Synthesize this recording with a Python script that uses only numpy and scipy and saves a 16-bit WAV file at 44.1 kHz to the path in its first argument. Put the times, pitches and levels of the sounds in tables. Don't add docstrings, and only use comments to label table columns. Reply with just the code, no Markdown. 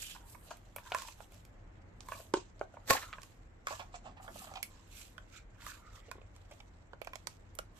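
import sys
import numpy as np
from scipy import signal
from scipy.fft import rfft, irfft, next_fast_len
from scipy.io import wavfile
from scipy.ndimage import uniform_filter1d, map_coordinates

SR = 44100
rng = np.random.default_rng(int(sys.argv[2]) if len(sys.argv) > 2 else 0)


def store_pcm(level_fs):
    pcm = np.round(np.clip(level_fs, -1, 1) * 32767).astype(np.int16)
    wavfile.write(sys.argv[1], SR, np.atleast_2d(pcm).T)


N = 343539


def amp(db):
    return 10 ** (np.asarray(db) / 20)


def unit(x):
    return x / np.sqrt(np.mean(x ** 2) + 1e-20)


def along(points, hz):
    point_hz, value = np.transpose(points)
    return np.interp(np.log(hz + 1), np.log(point_hz + 1), value)


def curves(rows):
    s, *columns = np.transpose(rows)
    return [np.interp(np.arange(N) / SR, s, column) for column in columns]


def wobble(rate):
    points = rng.standard_normal(int(N * rate / SR) + 4)
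    return map_coordinates(points, [np.arange(N) * rate / SR])


def filtered(x, response):
    size = next_fast_len(N + SR // 2)
    hz = np.fft.rfftfreq(size, 1 / SR)
    return irfft(rfft(x, size) * response(hz), size)[..., :N]


def coloured(spectrum):
    return unit(filtered(rng.standard_normal(N), lambda hz: amp(along(spectrum, hz))))


def wide(spectrum, alike):
    share = np.clip(alike, 0, 1)
    own = np.array([coloured(spectrum), coloured(spectrum)])
    return share * coloured(spectrum) + np.sqrt(1 - share ** 2) * own


def modes(table, hz):
    total = 0
    for k, (centre, width, db) in enumerate(table):
        resonance = 1j * hz * width / (centre ** 2 - hz ** 2 + 1j * hz * width)
        total = total + (-1) ** k * amp(db) * resonance
    return total


def sides(left_right_db):
    return np.array([amp(left_right_db / 2), amp(-left_right_db / 2)]).reshape(2, -1)


# pitch_hz, relative level_db per Hz
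HOUSE_COLOUR = [(12, -52.5), (20, -10.5), (39, 2), (65, -9), (95, -1.5), (140, -17), (179, -14),
                (217, -17.5), (337, -18.5), (376, -23), (508, -21), (1120, -27.5), (2110, -30.5),
                (2700, -40), (14000, -80)]
# pitch_hz, likeness (1 same, -1 opposite)
HOUSE_ALIKE = [(60, 1), (180, 0.81), (550, 0.2), (1650, -0.12), (4970, -0.45), (15000, 0.18)]


def house():
    def mid_and_side(hz):
        angle = np.arccos(np.clip(along(HOUSE_ALIKE, hz), -1, 1)) / 2
        return amp(along(HOUSE_COLOUR, hz)) * [np.cos(angle), np.sin(angle)]

    mid, side = filtered(rng.standard_normal((2, N)), mid_and_side)
    level_db = -55.5 + 0.65 * wobble(2.136)
    return amp(level_db) * unit(np.array([mid + side, mid - side]))


# time_s, level_db before the lumps
ARM_PRESS = [(3.5, -91), (3.7, -73.5), (4.2, -67.5), (4.6, -64), (4.9, -95)]


def cushion():
    foam = unit(filtered(rng.standard_normal(N), lambda hz: modes([(186.3, 200, 0)], hz) ** 2))
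    lumps_db = 4.9 * wobble(12)
    return amp(curves(ARM_PRESS)[0] + lumps_db) * foam


# time_s, left_right_db (for strokes), left_lag_ms, room_answer_db
HAND_PLACE = [(0, -8, -0.113, -7), (1, -7, 0.033, -8.5), (2, -6, -0.031, -8.5), (3, -4, -0.078, -8.5),
              (3.7, -6, 0.245, -8.5), (4.4, -5, 0.2, -9), (5, -9, 0.086, -7.5), (6, -6, 0.065, -10.5),
              (7, -10.5, 0.15, -11.5), (7.79, -11, 0.273, -12)]
# pitch_hz, fade_s
ROOM_FADE = [(200, 0.2), (2000, 0.15), (10000, 0.16)]
# pitch_hz, level_db
ROOM_COLOUR = [(200, -5), (1000, 2), (4000, 0.5), (12000, 0.5)]


def room(hands, count=26):
    sent = amp(curves(HAND_PLACE)[2]) * hands.mean(axis=0)
    sent = filtered(sent, lambda hz: amp(along(ROOM_COLOUR, hz)))
    out, step = np.zeros((2, N + SR)), N // count + 1
    for start in range(0, N, step):
        hz, t, z = signal.stft(rng.standard_normal((2, SR // 2)), SR, nperseg=256)
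        fade_db = -60 * t / along(ROOM_FADE, hz)[:, None]
        tail = signal.istft(z * amp(fade_db), SR, nperseg=256)[1]
        tail = tail / np.linalg.norm(tail[0])
        piece = np.pad(sent[start:start + step], (150, 0))
        answer = signal.fftconvolve(piece[None], tail, axes=1)
        out[:, start:start + answer.shape[1]] += answer
    return out[:, :N]


def arrive(pair):
    shift = curves(HAND_PLACE)[1] * SR / 2000
    left = map_coordinates(pair[0], [np.arange(N) - shift])
    right = map_coordinates(pair[1], [np.arange(N) + shift])
    return np.array([left, right])


# peak_s, swell_s, fade_s, hiss_db,
# sheen_db and scrape_db (both over the hiss), wall_pitch_hz
STROKE_LIST = [(.03, 0.27, 0.088, -49.5, -1.5, -7.5, 2735), (.1, 0.14, 0.088, -53, -3, 1.5, 3170),
               (0.171, 0.13, 0.17, -80.5, -15, 13.5, 872), (0.299, 0.059, 0.106, -64.5, 5.5, -5, 1007),
               (.44, 0.088, 0.09, -76.5, 11.5, -5, 707), (0.519, 0.078, 0.061, -58, -11, -5.5, 684),
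               (.64, 0.092, 0.17, -75, -8, -5.5, 703), (.79, 0.079, 0.05, -68, -5, 3.5, 896),
               (.88, 0.073, 0.22, -60, -6, 0, 999), (.935, 0.04, 0.065, -61.5, -16, 12.5, 1480),
               (.97, 0.039, 0.13, -53, -6, -1.5, 1071), (1.01, 0.078, .07, -64, -7, 2.5, 2390),
               (1.08, 0.04, 0.067, -55.5, -4.5, -8.5, 940), (1.21, 0.048, 0.081, -63, -2.5, -5.5, 827),
               (1.35, 0.085, 0.15, -68.5, -5, -6, 669), (2.019, 0.019, 0.072, -67, -15, -11, 960),
               (2.139, 0.097, 0.091, -57, -3, -0.5, 1067), (2.2, 0.12, 0.103, -59.5, -1, 0, 630.5),
               (2.355, 0.013, 0.11, -54.5, -35, -18, 638), (2.63, 0.083, 0.038, -69.5, -16, 0, 609),
               (2.75, 0.097, 0.055, -69.5, -21, 4, 655), (2.99, 0.11, 0.15, -54, -7.5, 0.5, 1360),
               (3.15, .07, 0.075, -68.5, -13, 10.5, 1068), (3.239, 0.072, 0.138, -65, -6.5, -14.5, 1051),
               (3.712, 0.039, 0.12, -51, -10, -1, 1080), (3.8, 0.039, 0.067, -62.5, -21, 2, 791),
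               (3.959, 0.042, 0.045, -59.5, -27, 1, 694), (4.065, 0.044, 0.068, -66, -46, 6, 730),
               (4.24, 0.034, 0.069, -61.5, -4, 2, 794), (4.4, 0.11, 0.127, -54, -2, -3.5, 1200),
               (4.559, 0.083, 0.075, -61, -18, -0.5, 780), (4.72, 0.207, 0.58, -68.5, -15, -1.5, 1038),
               (4.981, 0.086, 0.14, -56, -2.5, -4, 2500), (5.33, 0.047, 0.09, -66, -20, 7.5, 1450),
               (5.37, 0.085, 0.036, -60.5, -11.5, 5, 2330), (5.618, 0.02, 0.043, -64, -11, 3.5, 2100),
               (5.674, 0.062, 0.11, -53.5, -3.5, -2.5, 1055), (5.7, 0.097, 0.065, -62, -17, 8, 1530),
               (5.86, 0.15, .12, -72, -21, 9, 1275), (5.962, 0.049, 0.055, -60.5, -9, 2.5, 1187),
               (6.1, 0.23, 0.19, -74.5, -15, 9.5, 2090), (6.361, 0.046, 0.198, -72, -12, -4.5, 702),
               (6.53, 0.035, 0.16, -68, -8, -4.5, 648), (7.051, 0.059, 0.12, -72, -16, -1.5, 597),
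               (7.15, .04, 0.18, -71, -9, -2.5, 688), (7.3, .05, 0.103, -68, -7, -9.5, 993),
               (7.8, 0.048, .1, -60.5, -3, 3.5, 1076)]
# hiss_db, sheen_db, scrape_db
HOLDING_DB = (-81, -100, -97.5)
STROKE_RANGE_DB = 16
STROKE_ROUND = 1.32


def strokes():
    t = np.arange(0, N + 64, 64) / SR
    s, swell, fade, db, sheen_db, wall_db, pitch_hz = np.transpose(STROKE_LIST)[..., None]
    distance = np.where(t < s, (s - t) / swell, (t - s) / fade)
    shape_db = db - STROKE_RANGE_DB * distance ** STROKE_ROUND
    power = [amp(shape_db + over_db) ** 2 for over_db in (0, sheen_db, wall_db)]
    lottery = power[2] / rng.exponential(size=power[2].shape)
    pick = np.argmax(lottery, axis=0)
    gains = [np.sqrt(p.sum(axis=0) + amp(rest) ** 2) for p, rest in zip(power, HOLDING_DB)]
    return *curves(np.transpose([t, *gains])), np.repeat(pitch_hz[pick, 0], 64)


def patchy(pair, patchy_db):
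    z = signal.stft(pair, nperseg=256)[2]
    field = uniform_filter1d(rng.standard_normal(z.shape[1:]), size=5, axis=0)
    field = uniform_filter1d(field, size=12, axis=1)
    return unit(signal.istft(z * amp(patchy_db * unit(field)), nperseg=256)[1][:, :N])


def gritty(pair, rate=250):
    creases = (rng.random(N) < rate / SR) * amp(1.3 * rng.exponential(size=N))
    bursts = signal.lfilter([1], [1, 1 / 40 - 1], creases)
    return unit(pair * (1 + 0.2 * bursts))


# pitch_ratio, width_over_pitch, level_db
WALL_MODES = [(0.998, 0.038, 8), (1.601, 0.29, -2.5), (2.4, 0.19, -2.5)]


def scrape(pitch_hz, count=6000):
    length = 600
    at = rng.integers(N, size=count)
    second = rng.random(count) < .17
    ratio = np.where(second, WALL_MODES[1][0], WALL_MODES[0][0])
    hz = pitch_hz[at] * np.exp(0.064 * rng.standard_normal(count)) * ratio
    cycles = hz[:, None] * np.arange(length) / SR
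    strength_db = 1.9 * np.minimum(rng.exponential(size=(count, 1)), 4.5)
    grains = amp(strength_db) * np.sin(2 * np.pi * cycles) * cycles * np.exp(-cycles / 2.5)
    index = at[:, None] + np.arange(length)
    return unit(np.bincount(index.ravel(), grains.ravel())[:N])


# pitch_hz, relative level_db per Hz
HISS_COLOUR = [(880, -31), (1500, -12), (2200, -14), (2550, -5.5), (3620, -8), (3980, -7.5), (5130, -11),
               (7700, -7), (10000, -39), (13000, -52), (22000, -120)]
# pitch_hz, relative level_db per Hz
SHEEN_COLOUR = [(5000, -25), (8500, 6), (9110, -2.5), (10400, 1), (12500, 4), (14200, -4.5), (16000, -46)]


def slide():
    hiss_gain, sheen_gain, wall_gain, pitch_hz = strokes()
    grip = wobble(70)
    hiss = gritty(patchy(wide(HISS_COLOUR, alike=0.31), patchy_db=2.0))
    hiss = hiss * hiss_gain * amp(2.0 * grip + 1.8 * wobble(300))
    sheen = sheen_gain * amp(1.0 * grip + 2.0 * wobble(300)) * wide(SHEEN_COLOUR, alike=0.27)
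    wall = wall_gain * amp(1.0 * grip + 3.9 * wobble(22)) * scrape(pitch_hz)
    return sheen + (hiss + wall) * sides(curves(HAND_PLACE)[0])


# time_s, crunch_db before the jerks
POP_LEVEL = [(2.857, -80), (2.877, -52.5), (2.891, -46.5), (2.897, -37), (2.909, -21.5), (2.917, -35),
             (2.94, -42.5), (2.99, -54), (3.12, -82)]
# pitch_hz, relative level_db per Hz
CRUNCH_COLOUR = [(35, -45), (60, -30.5), (170, -16), (264, -4.5), (378, -10.5), (509, -6), (839, -6),
                 (1090, -7.5), (1240, -7), (1980, -6), (2140, -14.5), (2310, -6), (2500, -8.5),
                 (3250, -34.5), (5500, -120)]
# pitch_hz, relative level_db per Hz
CRACKLE_COLOUR = [(1470, -24), (2500, -20.5), (2900, -6), (4410, 0), (4800, -4.5), (7950, -3), (9660, -16),
                  (10400, -11.5), (12500, -6.5), (16000, -13.5)]
CRACKLE_DB, CRACKLE_GROWS = -24.5, 0.83


def cap_grind():
    low_db, = curves(POP_LEVEL)
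    high_db = CRACKLE_DB + CRACKLE_GROWS * (low_db - low_db.max())
    jerk_db = 2.2 * wobble(400) + 1.8 * wobble(90)
    crunch = amp(low_db + jerk_db) * wide(CRUNCH_COLOUR, alike=0.74)
    crackle = amp(high_db + jerk_db) * wide(CRACKLE_COLOUR, alike=0.58)
    first_s, last_s = POP_LEVEL[0][0], POP_LEVEL[-1][0]
    during = abs(np.arange(N) / SR - (first_s + last_s) / 2) < (last_s - first_s) / 2
    return during * (crunch + crackle) * sides(-2.4)


# pitch_hz, level_db, fade_s (by 60 dB, before the palm), left_right_db
CAP_RING = [(1093, -20.5, 0.14, -4), (531.6, -17.5, 0.064, 2), (114.8, -36.5, 0.076, 16.5)]
CAP_FREE, CAP_CAUGHT = 2.906, 2.934
CAUGHT_T60 = .02


def cap_ring():
    t = np.maximum(np.arange(N) / SR - CAP_FREE, 0)
    stilled_db = -60 * np.maximum(t + CAP_FREE - CAP_CAUGHT, 0) / CAUGHT_T60
    ring = 0
    for hz, db, t60, left_right_db in CAP_RING:
        tone = amp(db - 60 * t / t60 + stilled_db) * np.sin(2 * np.pi * hz * t)
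        ring = ring + tone * sides(left_right_db)
    return ring * (1 - np.exp(-t / 0.00017))


# pitch_hz, width_hz, level_db
BODY_MODES = [(617, 160, -2.5), (1072, 176, -0.5), (1408, 120, 0), (2290, 260, -11)]
# pitch_hz, width_hz, level_db
RATTLE_MODES = [(2345, 540, 7), (3280, 660, 7), (4295, 2140, 1)]
# pitch_hz, width_hz, level_db
CLICK_MODES = [(4900, 12500, 0), (9130, 6400, 2)]
# pitch_hz, width_hz, level_db
TINSEL_MODES = [(12040, 5900, 0)]
GRIP_LOSS_HZ = 72.4
PRESS = 1.12
SNAP_SHARE = 0.71
BODY_TILT_DB = 5


def contacts(table, blow, body_db):
    out, size = np.zeros((2, N + SR)), 2 ** 12
    t, hz = np.arange(size) / SR, np.fft.rfftfreq(size, 1 / SR)
    strike = blow * np.exp(-((t - .0016) / .00008) ** 2)
    prick = 2.15 * blow * np.exp(-((t - .0016) / .00003) ** 2)
    body, rattle = modes(BODY_MODES, hz), modes(RATTLE_MODES, hz) ** 2
    click, tinsel = modes(CLICK_MODES, hz) ** 2, modes(TINSEL_MODES, hz) ** 2
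    for s, db, pitch_hz, rattle_db, click_db, tinsel_db, left_right_db, ms in table:
        u = t / (ms / 1000)
        v = u / SNAP_SHARE
        rough = rng.standard_normal(size)
        force = rfft(rough * u ** PRESS * np.exp(-u) + strike)
        snap = rfft(rough * v ** PRESS * np.exp(-v) + prick)
        wall = modes([(pitch_hz * ratio, pitch_hz * width + GRIP_LOSS_HZ, level)
                      for ratio, width, level in WALL_MODES], hz)
        flesh = 1 / (1 + 1j * hz / (3 * pitch_hz)) ** 2
        small_tub = hz / (hz - .55j * pitch_hz)
        tilt_db = BODY_TILT_DB * np.log2(min(pitch_hz, 650) / 650)
        layers = [(force * flesh * small_tub * wall, 0), (force * body, body_db + tilt_db),
                  (force * rattle, rattle_db), (snap * click, click_db), (snap * tinsel, tinsel_db)]
        hit = 0
        for response, over_db in layers:
            part = irfft(response, size)
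            hit = hit + amp(db + over_db) * part / abs(part).max()
        start = round(s * SR)
        out[:, start:start + size] += hit * sides(left_right_db)
    return out[:, :N]


# start_s, level_db (peak of the wall layer), wall_pitch_hz,
# rattle_db and click_db (over that peak), left_right_db, contact_ms
SCUFF_LIST = [(0.159, -43.5, 1010, -31, -31, -7, 2.5), (.346, -44.5, 997, -39, -11, -12, 2.4),
              (0.505, -37.5, 676, -6.5, -9, 5, 4.3), (.857, -52.5, 1540, -22, -21, 11, 5.8),
              (0.871, -54, 1500, -9, -15, 0, 2.8), (2.199, -43.5, 610, -17, -20, 5, 2.1),
              (2.737, -46, 580, -28, -23, -5, 3.2), (2.767, -38.5, 580, -44, -38, -3, 2.55),
              (2.9, -22, 369, -10, -14, 1, 1.06), (2.947, -29, 810, -14, -6, 2, 4),
              (2.965, -27, 1720, -24, -25, -6, 4.1), (3.018, -39.5, 1750, -25, -25, -3, 6.6),
              (3.029, -34.5, 1020, -30, -24, -4, 3.8), (3.706, -33.5, 590, -19, -32, -4, 1.8),
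              (3.72, -40.5, 620, -18, -14, -1, 4.8), (3.792, -40, 700, -1, -13, -7.5, 8.1),
              (3.938, -41, 685, -5, -31, -6.5, 6.8), (4.047, -45, 710, -7.5, -40, -7, 14),
              (4.165, -50.5, 770, -2.5, -26, -7.5, 8.6), (4.195, -46, 756, -21, -34, -2.5, 5.2),
              (4.242, -54, 764, -19, -21, -7, 4.6), (4.276, -40, 690, -31, -22, -6, 6.5),
              (4.278, -43.5, 1400, -20, -24, -12, 0.9), (4.355, -43, 570, -15, -11, -8, 3.6),
              (4.416, -43.5, 770, -21, -22, -3, 4), (4.439, -47.5, 690, -17, -25, 1, 4.1),
              (4.468, -45.5, 640, -3, -25, -5, 3), (4.515, -45.5, 637, -19, -27, -6, 3.5),
              (4.555, -41, 740, 3, -27.5, -7, 2.2), (4.568, -41.5, 740, 1, -13, -6, 3.4),
              (5.617, -47, 1950, -17, -15, -3.5, 3), (6.079, -47.5, 480, -9, -23, -6, 6.7),
              (6.509, -48.5, 620, -0.5, -6, -4.5, 4.9), (6.601, -54.5, 790, 8, -6, -10.5, 1.9),
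              (6.932, -38.5, 567, -12, -27, -5.5, 1.17), (7.071, -35, 593, -3.5, -13, -7, 1.2)]


def scuffs():
    rows = [(s, db, hz, rattle, click, click - 4.5, left_right, ms)
            for s, db, hz, rattle, click, left_right, ms in SCUFF_LIST]
    return contacts(rows, blow=0, body_db=-9)


# start_s, level_db (peak of the wall layer), wall_pitch_hz,
# rattle_db, click_db and tinsel_db (over that peak), left_right_db
KNOCK_LIST = [(0.569, -62.5, 695, 5, 10, 16.5, -5), (.761, -36.5, 610, -0.5, -2, 3, -6.5),
              (0.782, -34, 1020, -12, -16, -26, 5), (.918, -30, 670, 1.5, -25, -14, 4.5),
              (0.918, -29.5, 1010, -20, -30, -30, -11), (.946, -17.5, 1020, -22, -6, -15.5, -5),
              (.984, -32, 1030, -17, 3.5, -11, -2), (1.019, -39, 1020, -22, 8, 2, -7),
              (1.001, -47, 1100, -7, -10, -14, -1), (1.032, -43, 980, -12, -10, -14, 1),
              (1.048, -44, 910, -16, -15, -12, 12), (1.084, -38.5, 915, -4, -2.5, -10, 3),
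              (1.203, -43, 656, -7, -18, -15, -12.5), (1.32, -56.5, 563, 3, 3, 4.5, 3),
              (1.343, -63, 600, .6, 11, 10, 2), (1.45, -60.5, 355, 5.5, 16.5, 8, -5),
              (2.005, -52.5, 770, -18, 18.5, -21, -10), (2.085, -33, 955, -37, -3, -7, -4),
              (2.119, -23.5, 1030, -45, -23, -25, -5), (2.132, -41, 1030, -4, -19, -25, -5),
              (2.144, -46, 1050, -1, -9, -17, -5), (2.337, -15, 371, -14, -4, -34, -3),
              (2.339, -29.5, 1524, -3, -3, -40, -10), (2.369, -30.5, 345, -12, -17, -40, -1),
              (2.593, -59.5, 625, -1, 13.5, -32, 10), (2.611, -23.5, 549, -33, -21, -44, -4),
              (2.9056, -17, 523, -5, -13, -14, 2), (3.127, -35.5, 1320, 2.5, -14, -30, -1),
              (3.133, -37, 1150, -2, -20, -35, -11), (3.155, -51, 1400, -12, -23, -23, -8),
              (3.182, -35, 1040, -26, -36, -35, -6), (3.217, -53, 1070, -2, 16, 0, -4),
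              (3.231, -48, 1100, -0.5, 9, -1, -13.5), (3.669, -22, 1280, -4, -2, -20, -1.5),
              (3.683, -38.5, 988, -11, 5.5, -12, -7), (4.537, -46, 750, 0, 8, -17, -6),
              (4.6274, -41, 2120, 12.5, 17.5, 12.5, -9), (5.014, -59, 1190, 6, 16, 4, -9),
              (5.179, -41, 1503, -2, -7, -19, -13), (5.603, -50, 1400, -11, -10, -25, -5),
              (5.664, -33, 1206, -16, -2, -10, -5), (6.113, -29.5, 1030, -20, -2, -16, -9.5),
              (6.153, -46.5, 358, -19, -32, -28, -3), (6.181, -45.5, 425, -13, -31, -45, -2),
              (6.214, -48.5, 457, -4, -30, -45, -9), (6.362, -54, 910, -2, 10, -6, -3),
              (7.015, -35.5, 545, -1.5, -19, -12.5, -14), (7.046, -58, 765, 11, 12, 5, -14),
              (7.073, -40, 1590, -15, -18, -25, -9), (7.132, -33.5, 1046, -4.5, -13, -17, -5),
              (7.155, -45.5, 590, 0.5, 12, -4, -19.5), (7.27, -34, 960, -11, 9.5, -7, -17.5),
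              (7.551, -64, 370, 0, 10.5, 18, -22), (7.587, -31, 1350, -19, 6.5, -4, -6),
              (7.59, -37.5, 527, -23, -30, -30, -9)]
KNOCK_MS = 2.43


def knocks():
    return contacts([(*row, KNOCK_MS) for row in KNOCK_LIST], blow=1.77, body_db=-5)


def scene():
    hands = slide() + cap_grind() + cap_ring() + scuffs() + knocks()
    return house() + cushion() + room(hands) + arrive(hands)


# pitch_hz, level_db
OVERALL_COLOUR = [(30, -1.5), (14500, 0), (16300, -27)]
TOP_HZ = 16300


def record(dry):
    return filtered(dry, lambda hz: amp(along(OVERALL_COLOUR, hz)) * (hz < TOP_HZ))


dry = scene()
out = record(dry)
store_pcm(out)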